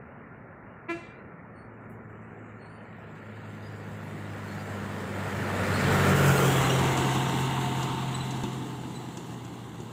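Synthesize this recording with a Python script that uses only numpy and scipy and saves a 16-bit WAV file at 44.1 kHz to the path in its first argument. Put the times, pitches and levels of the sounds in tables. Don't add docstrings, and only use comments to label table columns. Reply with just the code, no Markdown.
import sys
import numpy as np
from scipy import signal
from scipy.fft import rfft, irfft
from scipy.io import wavfile
from scipy.ndimage import uniform_filter1d

SR = 44100
rng = np.random.default_rng(int(sys.argv[2]) if len(sys.argv) > 2 else 0)


def wav_record(signal):
    frames = np.transpose(np.atleast_2d(signal))
    bounded = np.clip(frames, -1, 1)
    quanta = np.round(bounded * 32767).astype(np.int16)
    wavfile.write(sys.argv[1], SR, quanta)


N = 437472
TIME = np.arange(N) / SR

# freq_hz, relative_db_per_hz
ROAR_FAR = [(25, -35), (45, -3), (70, -1), (130, 1.5), (220, 3.5), (300, -4), (400, -2.5), (700, -9),
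            (1400, -11), (2000, -14), (2400, -22.5), (2900, -29), (3400, -39.5), (4500, -46)]
ROAR_COMING = [(25, -24), (45, -25), (80, -7), (130, -0.5), (220, -1), (300, -10.5), (400, -5), (650, -8.5),
               (1000, -11), (1400, -13), (1800, -10), (2600, -19), (3600, -24), (5000, -22.5)]
ROAR_ABREAST = [(25, -30), (45, -15), (80, -2), (160, -7.5), (260, -9.5), (390, 1), (520, -4.5),
                (800, -9.5), (1450, -9), (1900, -15.5), (2500, -14.5), (3200, -21.5), (4200, -27),
                (5200, -60)]
ROAR_LEAVING = [(25, -14), (45, -24), (90, -4), (220, 3), (340, -2), (470, -8.5), (590, -19.5), (720, -5),
                (1000, -5), (1600, -14), (2300, -16.5), (2900, -15), (4000, -16.5), (5000, -29)]
ROAR_GONE = [(25, -29), (45, -23), (90, -7), (160, 0), (340, -4.5), (480, -12), (590, -21), (740, -13.5),
             (1000, -13.5), (1500, -21.5), (2300, -26), (2900, -25), (4000, -27), (5000, -34)]
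# freq_hz, relative_db_per_hz
HISS_FRONT = [(2530, -32), (4300, -18), (4510, 0), (5900, -1.5), (7590, 4), (9020, -3), (11300, -6.5),
              (12800, -7), (14700, -3), (15500, -4)]
HISS_REAR = [(2530, -32), (4300, -2), (4940, -8.5), (7270, 1), (7970, -0.5), (8680, -6), (10800, -11),
             (12500, -12.5), (14800, -8.5), (15500, -11)]
# freq_hz, width_hz, front_db, rear_db
PANELS = [(1384, 210, 4, -1.5), (1563, 93, -2.5, 2.5), (1790, 98, 1, -1.5), (2035, 190, -2, 2.5),
          (2460, 170, -1.5, -6), (2820, 220, 1, 3), (3570, 100, 2.5, 2.5)]
# centre_s, spread_s, freq_hz, width_hz, peak_db
BEAMS = [(6.094, 0.42, 1450, 320, 2.5), (6.548, 0.25, 3240, 420, 5.5)]
# centre_s, takes_s, onward_colours
TURNING = [(2.55, 0.6, 0.45), (6.17, 0.25, 1.17), (6.9, 0.7, 1.0), (8.45, 0.3, 1.05)]
# time_s, turns_per_s
REVS = [(0, 55.9), (1.5, 54.15), (4, 49.74), (4.9, 47.74), (6.05, 46.72), (6.6, 45.45), (7.5, 45.5),
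        (8.5, 44.9), (9.92, 40.1)]
# time_s, swell_db
SWELL = [(0.3, -10), (1.55, -6), (1.85, 0.7), (2.35, 0), (2.85, -4), (3.35, 0), (4.75, 1.6), (5.1, -4),
         (5.95, 1.8), (6.7, -1), (7.8, 4), (9.1, -3.5)]
# crank_order, ahead_db, behind_db, handover_s, loss_db_per_doubling
EXHAUST_ORDERS = [(2, -31, -43.5, 6.34, 6.4), (3, -37.5, -24.7, 5.92, 6.6), (4, -33, -36, 6.8, 7.5)]
# nearest_s, nearest_m, top_db, coming_db_per_doubling, going_db_per_doubling, swell_share
ROAR_PASS = (6.26, 7.6, -25.3, 10.8, 7.4, 0.3)
HISS_PASS = (6.4, 6.4, -38.6, 11.5, 7.7, 0.38)
WHINE_PASS = (6.3, 6.2, -26.2, 9.4, 9.4, 1.05)
# multiple, level_db
WHINE_PARTIALS = [(4, -5), (5, -1.5), (6, -13)]
# multiple, relative_db
HORN_PARTIALS = [(2, -8.5), (4, -8.5), (5, -8), (7, -6.5), (8, -10), (9, -22), (12, -27.5), (15, -36),
                 (18, -39), (24, -36.5), (30, -45.5), (42, -52)]
# delay_s, level_db
ECHOES = [(0.01, -19), (0.027, -13), (.047, -25), (.072, -25)]
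# start_s, length_s, pitch_hz, level_db, octave_db
SQUEAKS = [(1.5, 0.15, 4400, -72.5, -3.5), (2.559, 0.14, 4320, -69, -9), (2.659, 0.15, 4550, -73.5, -1),
           (3.6, .14, 4860, -64, -17), (4.46, .1, 4290, -60, -16), (4.554, 0.091, 4800, -64, -17),
           (5.725, .06, 4310, -42, -8), (5.826, 0.022, 4280, -55, -14), (6.368, 0.028, 4150, -43, -1),
           (6.635, 0.034, 4050, -42, -8), (6.694, .025, 2850, -37, -7), (8.141, 0.021, 3990, -42, 2),
           (8.194, 0.034, 3980, -46, -8), (8.935, .05, 3980, -48.5, -3)]
# start_s, snap_db, thud_db
CLACKS = [(6.79, -37, -42), (6.973, -34, -49), (7.151, -38, -26), (7.828, -35.5, -32), (7.89, -70, -41),
          (8.308, -39.5, -58), (8.436, -41, -27.5), (9.171, -42.5, -40), (9.449, -50, -47),
          (9.802, -51, -42)]
# freq_hz, width_hz, relative_db
BODY_MODES = [(200, 98, 6), (340, 53, 4), (910, 420, 0.5), (2800, 370, -6.5), (3499, 250, -12)]
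# freq_hz, relative_db_per_hz
SNAP_COLOUR = [(2000, -25), (3400, 2), (5400, 0.5), (7200, 8), (9000, -8), (15000, -24)]
# freq_hz, t60_s
PALM_DECAY = [(300, 0.41), (1500, 0.68), (3000, 0.86), (5000, 0.93), (12000, 0.62)]
# freq_hz, gain_db
FROND_GAIN = [(300, 1), (1000, 1), (2700, 0), (3600, 6), (8000, 9), (14000, 3)]
# freq_hz, level_db_per_hz
GATE_THRESHOLD = [(1900, -112), (2500, -99), (3100, -99), (4000, -104), (6000, -110), (8000, -108),
                  (12000, -117), (15500, -115)]

PASS_S, SPEED_M_PER_S, GAP_M = 6.3, 12.5, 4.0
SOUND_M_PER_S = 343
EXHAUST_NEAREST_M = 6.2
ROAR_BAND_HZ, HISS_BAND_HZ = (230, 2200), (4500, 15000)
TRAFFIC_DB, TRAFFIC_FADE_DB_PER_S = -49.0, 0.55
FIRST_COLOUR = 0.38
GEAR_RATIO, WHINE_FROM_S = 4.13, 6.88
HORN_S, HORN_HZ, HORN_DB = 0.883, 337.3, -29.5
HORN_ATTACK_S, HORN_HOLD_S, HORN_RELEASE_DB_PER_S = 0.016, 0.019, 260
EDGE_HZ = 15600


def amp(db):
    return 10 ** (np.asarray(db) / 20)


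def evened(x):
    return x / np.sqrt(np.mean(x ** 2) + 1e-20)


def read(points, hz):
    f, value = np.transpose(points)
    return np.interp(np.log(hz + 1), np.log(f + 1), value)


def follow(rows, t):
    s, value = np.transpose(rows)
    return np.interp(t, s, value)


def add(mix, start_s, sound):
    part = mix[round(start_s * SR):][:len(sound)]
    part += sound[:len(part)]


def cut(x, hz, kind):
    return signal.sosfilt(signal.butter(8, hz, kind, fs=SR, output="sos"), x)


def step(t, centre_s, takes_s):
    return (1 + np.tanh((t - centre_s) / takes_s)) / 2


def noise(gain, size):
    spectrum = rfft(rng.standard_normal(size))
    return evened(irfft(spectrum * gain(np.fft.rfftfreq(size, 1 / SR)), size))


def drift(rate_hz, size=N):
    return noise(lambda f: np.exp(-(f / rate_hz) ** 2), size)


def moving_noise(colours, position, band_hz, patchy_db, extra_db):
    hz, t, z = signal.stft(rng.standard_normal(N), SR, nperseg=2048, noverlap=1536)
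    at = np.clip(np.interp(t, TIME, position), 0, len(colours) - 1)
    db = sum(read(c, hz)[:, None] * np.maximum(1 - abs(at - k), 0) for k, c in enumerate(colours))
    gain = amp(db + extra_db(hz, t))
    in_band = (hz > band_hz[0]) & (hz < band_hz[1])
    gain /= np.sqrt((gain[in_band] ** 2).sum(0) / len(hz))
    patches = uniform_filter1d(rng.standard_normal(z.shape), size=14, axis=0)
    patches = evened(uniform_filter1d(patches, size=6, axis=1))
    shaped = z * gain * amp(patchy_db * patches)
    return signal.istft(shaped, SR, nperseg=2048, noverlap=1536)[1][:N]


def palms(x, build_s=0.016):
    hz, t, z = signal.stft(rng.standard_normal(SR), SR, nperseg=256)
    z = z * amp(-60 * t / read(PALM_DECAY, hz)[:, None]) * (1 - np.exp(-t / build_s))
    size = np.linalg.norm(signal.istft(z, SR, nperseg=256)[1])
    tail = signal.istft(z * amp(read(FROND_GAIN, hz))[:, None], SR, nperseg=256)[1]
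    return signal.fftconvolve(x, tail / size)[:N]


def tick(start_s=1.897, level_db=-61.5, t60_s=0.2, above_hz=7000):
    out, t = np.zeros(N), np.arange(8192) / SR
    hiss = cut(rng.standard_normal(len(t)), above_hz, "high")
    add(out, start_s, hiss * amp(level_db - 60 * t / t60_s))
    return out


def horn(rasp=0.014, overtone_db=-1.5, dulling=1.2, size=8192):
    t = np.arange(size) / SR
    dying_db = -HORN_RELEASE_DB_PER_S * np.maximum(t - HORN_ATTACK_S - HORN_HOLD_S, 0)
    turns = np.cumsum(HORN_HZ * (1 + rasp * drift(250, size))) / SR
    overtones = np.zeros(size)
    for k in range(2, 43):
        partial_db = read(HORN_PARTIALS, k) + 2.3 * drift(34, size)
        overtones += amp(partial_db) * np.sin(2 * np.pi * (k * turns + rng.random()))
    buzz = np.sin(2 * np.pi * turns) + amp(overtone_db + dulling * dying_db) * overtones
    toot = np.minimum(t / HORN_ATTACK_S, 1) * amp(HORN_DB + dying_db) * buzz
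    dulled = signal.lfilter(*signal.butter(1, 1500, fs=SR), toot)
    out = np.zeros(N)
    add(out, HORN_S, toot)
    for delay_s, echo_db in ECHOES:
        add(out, HORN_S + delay_s, amp(echo_db) * dulled)
    return out


def clacks(snap_t60_s=0.065, thud_t60_s=0.23):
    out, t = np.zeros(N), np.arange(16384) / SR

    def body(f):
        return sum(amp(db) / np.sqrt(width) / (1 + (2 * (f - hz) / width) ** 2)
                   for hz, width, db in BODY_MODES)

    for start_s, snap_db, thud_db in CLACKS:
        snap = noise(lambda f: amp(read(SNAP_COLOUR, f)), len(t)) * amp(snap_db - 60 * t / snap_t60_s)
        thud = noise(body, len(t)) * amp(thud_db - 60 * t / thud_t60_s)
        add(out, start_s, snap + thud)
    return out


def squeaks(waver=0.0089, flutter_db=3):
    out = np.zeros(N)
    for start_s, length_s, pitch_hz, level_db, octave_db in SQUEAKS:
        size = int(length_s * SR)
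        pitch = pitch_hz * (1 + waver * drift(250, 16384)[:size])
        angle = 2 * np.pi * np.cumsum(pitch) / SR
        flutter = flutter_db * drift(44, 16384)[:size]
        envelope = amp(level_db + flutter) * signal.windows.tukey(size, 0.8)
        tone = np.sin(angle) + amp(octave_db) * np.sin(2 * angle)
        add(out, start_s, envelope * np.sqrt(2) * tone)
    return out


def doppler():
    along_m = SPEED_M_PER_S * (TIME - PASS_S)
    return 1 / (1 + SPEED_M_PER_S / SOUND_M_PER_S * along_m / np.hypot(along_m, GAP_M))


def passing_db(nearest_s, nearest_m, top_db, coming_db, going_db, swell_share):
    doublings = np.log2(np.hypot(1, SPEED_M_PER_S * (TIME - nearest_s) / nearest_m))
    loss_db = doublings * np.where(TIME < nearest_s, coming_db, going_db)
    return top_db - loss_db + swell_share * follow(SWELL, TIME)


def behind(t):
    return np.interp(t, [6.3, 6.7], [0, 1])


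def panels(hz, t):
    def peak(f, width):
        return np.exp(-(2 * (hz - f) / width) ** 2)

    rings = sum(np.outer(peak(f, width), front + (rear - front) * behind(t))
                for f, width, front, rear in PANELS)
    beams = sum(db * np.outer(peak(f, width), np.exp(-((t - s) / spread_s) ** 2))
                for s, spread_s, f, width, db in BEAMS)
    return rings + beams


def nearness(hz, t, closest_s=6.39, spread_s=0.29, top_db=4):
    close = np.exp(-((t - closest_s) / spread_s) ** 2)
    return np.outer(np.interp(hz, [9000, 15000], [0, top_db]), close - 0.4)


def whine(speed, waver=0.0025, flutter_db=1.6):
    teeth = np.cumsum(GEAR_RATIO * speed * (1 + waver * drift(26.3))) / SR
    tones = sum(amp(db + flutter_db * drift(9.7)) * np.sin(2 * np.pi * round(k) * teeth)
                for k, db in WHINE_PARTIALS)
    return step(TIME, WHINE_FROM_S, takes_s=0.12) * amp(passing_db(*WHINE_PASS)) * tones


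def knock(turns, decay_cycles=0.18, uneven=0.64):
    firing, phase = np.divmod(2 * turns, 1)
    cylinders = np.resize([0.35, -0.2, -0.073, -0.16], 2048)
    strength = 1 + uneven * rng.standard_normal(2048) + cylinders
    pulses = strength[firing.astype(int)] * np.exp(-phase / decay_cycles)
    return evened(pulses - pulses.mean())


def roar(turns, roar_knock=0.13, hiss_knock=0.076, knock_above_hz=650, split_hz=4400, flicker_db=0.83):
    traffic_db = TRAFFIC_DB - TRAFFIC_FADE_DB_PER_S * TIME
    low_level = np.hypot(amp(passing_db(*ROAR_PASS)), amp(traffic_db))
    high_level = amp(passing_db(*HISS_PASS) + flicker_db * drift(25))
    colour = FIRST_COLOUR + sum(onward * step(TIME, s, takes_s) for s, takes_s, onward in TURNING)
    beat = signal.lfilter(*signal.butter(2, 500, fs=SR), knock(turns))
    roar_colours = [ROAR_FAR, ROAR_COMING, ROAR_ABREAST, ROAR_LEAVING, ROAR_GONE]
    low = moving_noise(roar_colours, colour, ROAR_BAND_HZ, patchy_db=1, extra_db=panels)
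    high = moving_noise([HISS_FRONT, HISS_REAR], behind(TIME), HISS_BAND_HZ, patchy_db=1.73,
                        extra_db=nearness)
    clatter = signal.sosfiltfilt(signal.butter(2, knock_above_hz, "high", fs=SR, output="sos"), low)
    low = cut(low + roar_knock * beat * clatter, split_hz, "low")
    high = cut(high * (1 + hiss_knock * beat), split_hz, "high")
    return low * low_level + high * high_level


def exhaust(turns, shake_db=1.7, overtone_db=-12, fall_db=0.77):
    drone, orders_db = np.zeros(N), []
    for order, ahead_db, behind_db, handover_s, loss_db in EXHAUST_ORDERS:
        top_db = ahead_db + (behind_db - ahead_db) * step(TIME, handover_s, takes_s=0.15)
        db = passing_db(PASS_S, EXHAUST_NEAREST_M, top_db, loss_db, loss_db, 1)
        orders_db.append(db)
        tone = np.cos(2 * np.pi * (round(order) * turns + rng.random()))
        drone += amp(db + shake_db * drift(11)) * tone
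    comb = np.zeros(N)
    for k in range(9, 20):
        tone = np.cos(np.pi * (k * turns + 2 * rng.random()))
        comb += amp(-fall_db * k) * (1 + 0.74 * drift(3.8)) * tone
    frontal_db = np.interp(TIME, [1.5, 5, 6.6], [5, 0, -4])
    comb_db = overtone_db + np.max(orders_db, axis=0) + frontal_db
    return np.sqrt(2) * (drone + amp(comb_db) * comb)


def scene():
    speed = follow(REVS, TIME) * doppler()
    turns = np.cumsum(speed * (1 + 0.0029 * drift(13.4))) / SR
    toot = horn()
    rattle = squeaks() + clacks()
    truck = exhaust(turns) + roar(turns) + whine(speed) + rattle
    scatter = palms(amp(-8.5) * toot + amp(-15) * rattle)
    return (truck + toot + tick() + scatter)[None]


def record(dry, depth_db=27, knee_db=1.86, self_noise_db=-91):
    hz, t, z = signal.stft(dry[0], SR, nperseg=512, noverlap=384, scaling="psd")
    power = uniform_filter1d(2 * abs(z) ** 2, size=3, axis=0)
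    power = signal.lfilter([0.1], [1, -0.9], power, axis=1)
    over_db = 10 * np.log10(abs(power) + 1e-20) - read(GATE_THRESHOLD, hz)[:, None]
    shut = (1 - np.tanh(over_db / knee_db / 2)) / 2
    gated = signal.istft(z * amp(-depth_db * shut), SR, nperseg=512, noverlap=384, scaling="psd")[1][:N]
    hissy = gated + amp(self_noise_db) * rng.standard_normal(N)
    band_limit = signal.firwin(511, EDGE_HZ, window=("kaiser", 9), fs=SR)
    return signal.oaconvolve(hissy, band_limit, "same")[None]


dry = scene()
out = record(dry)
wav_record(out)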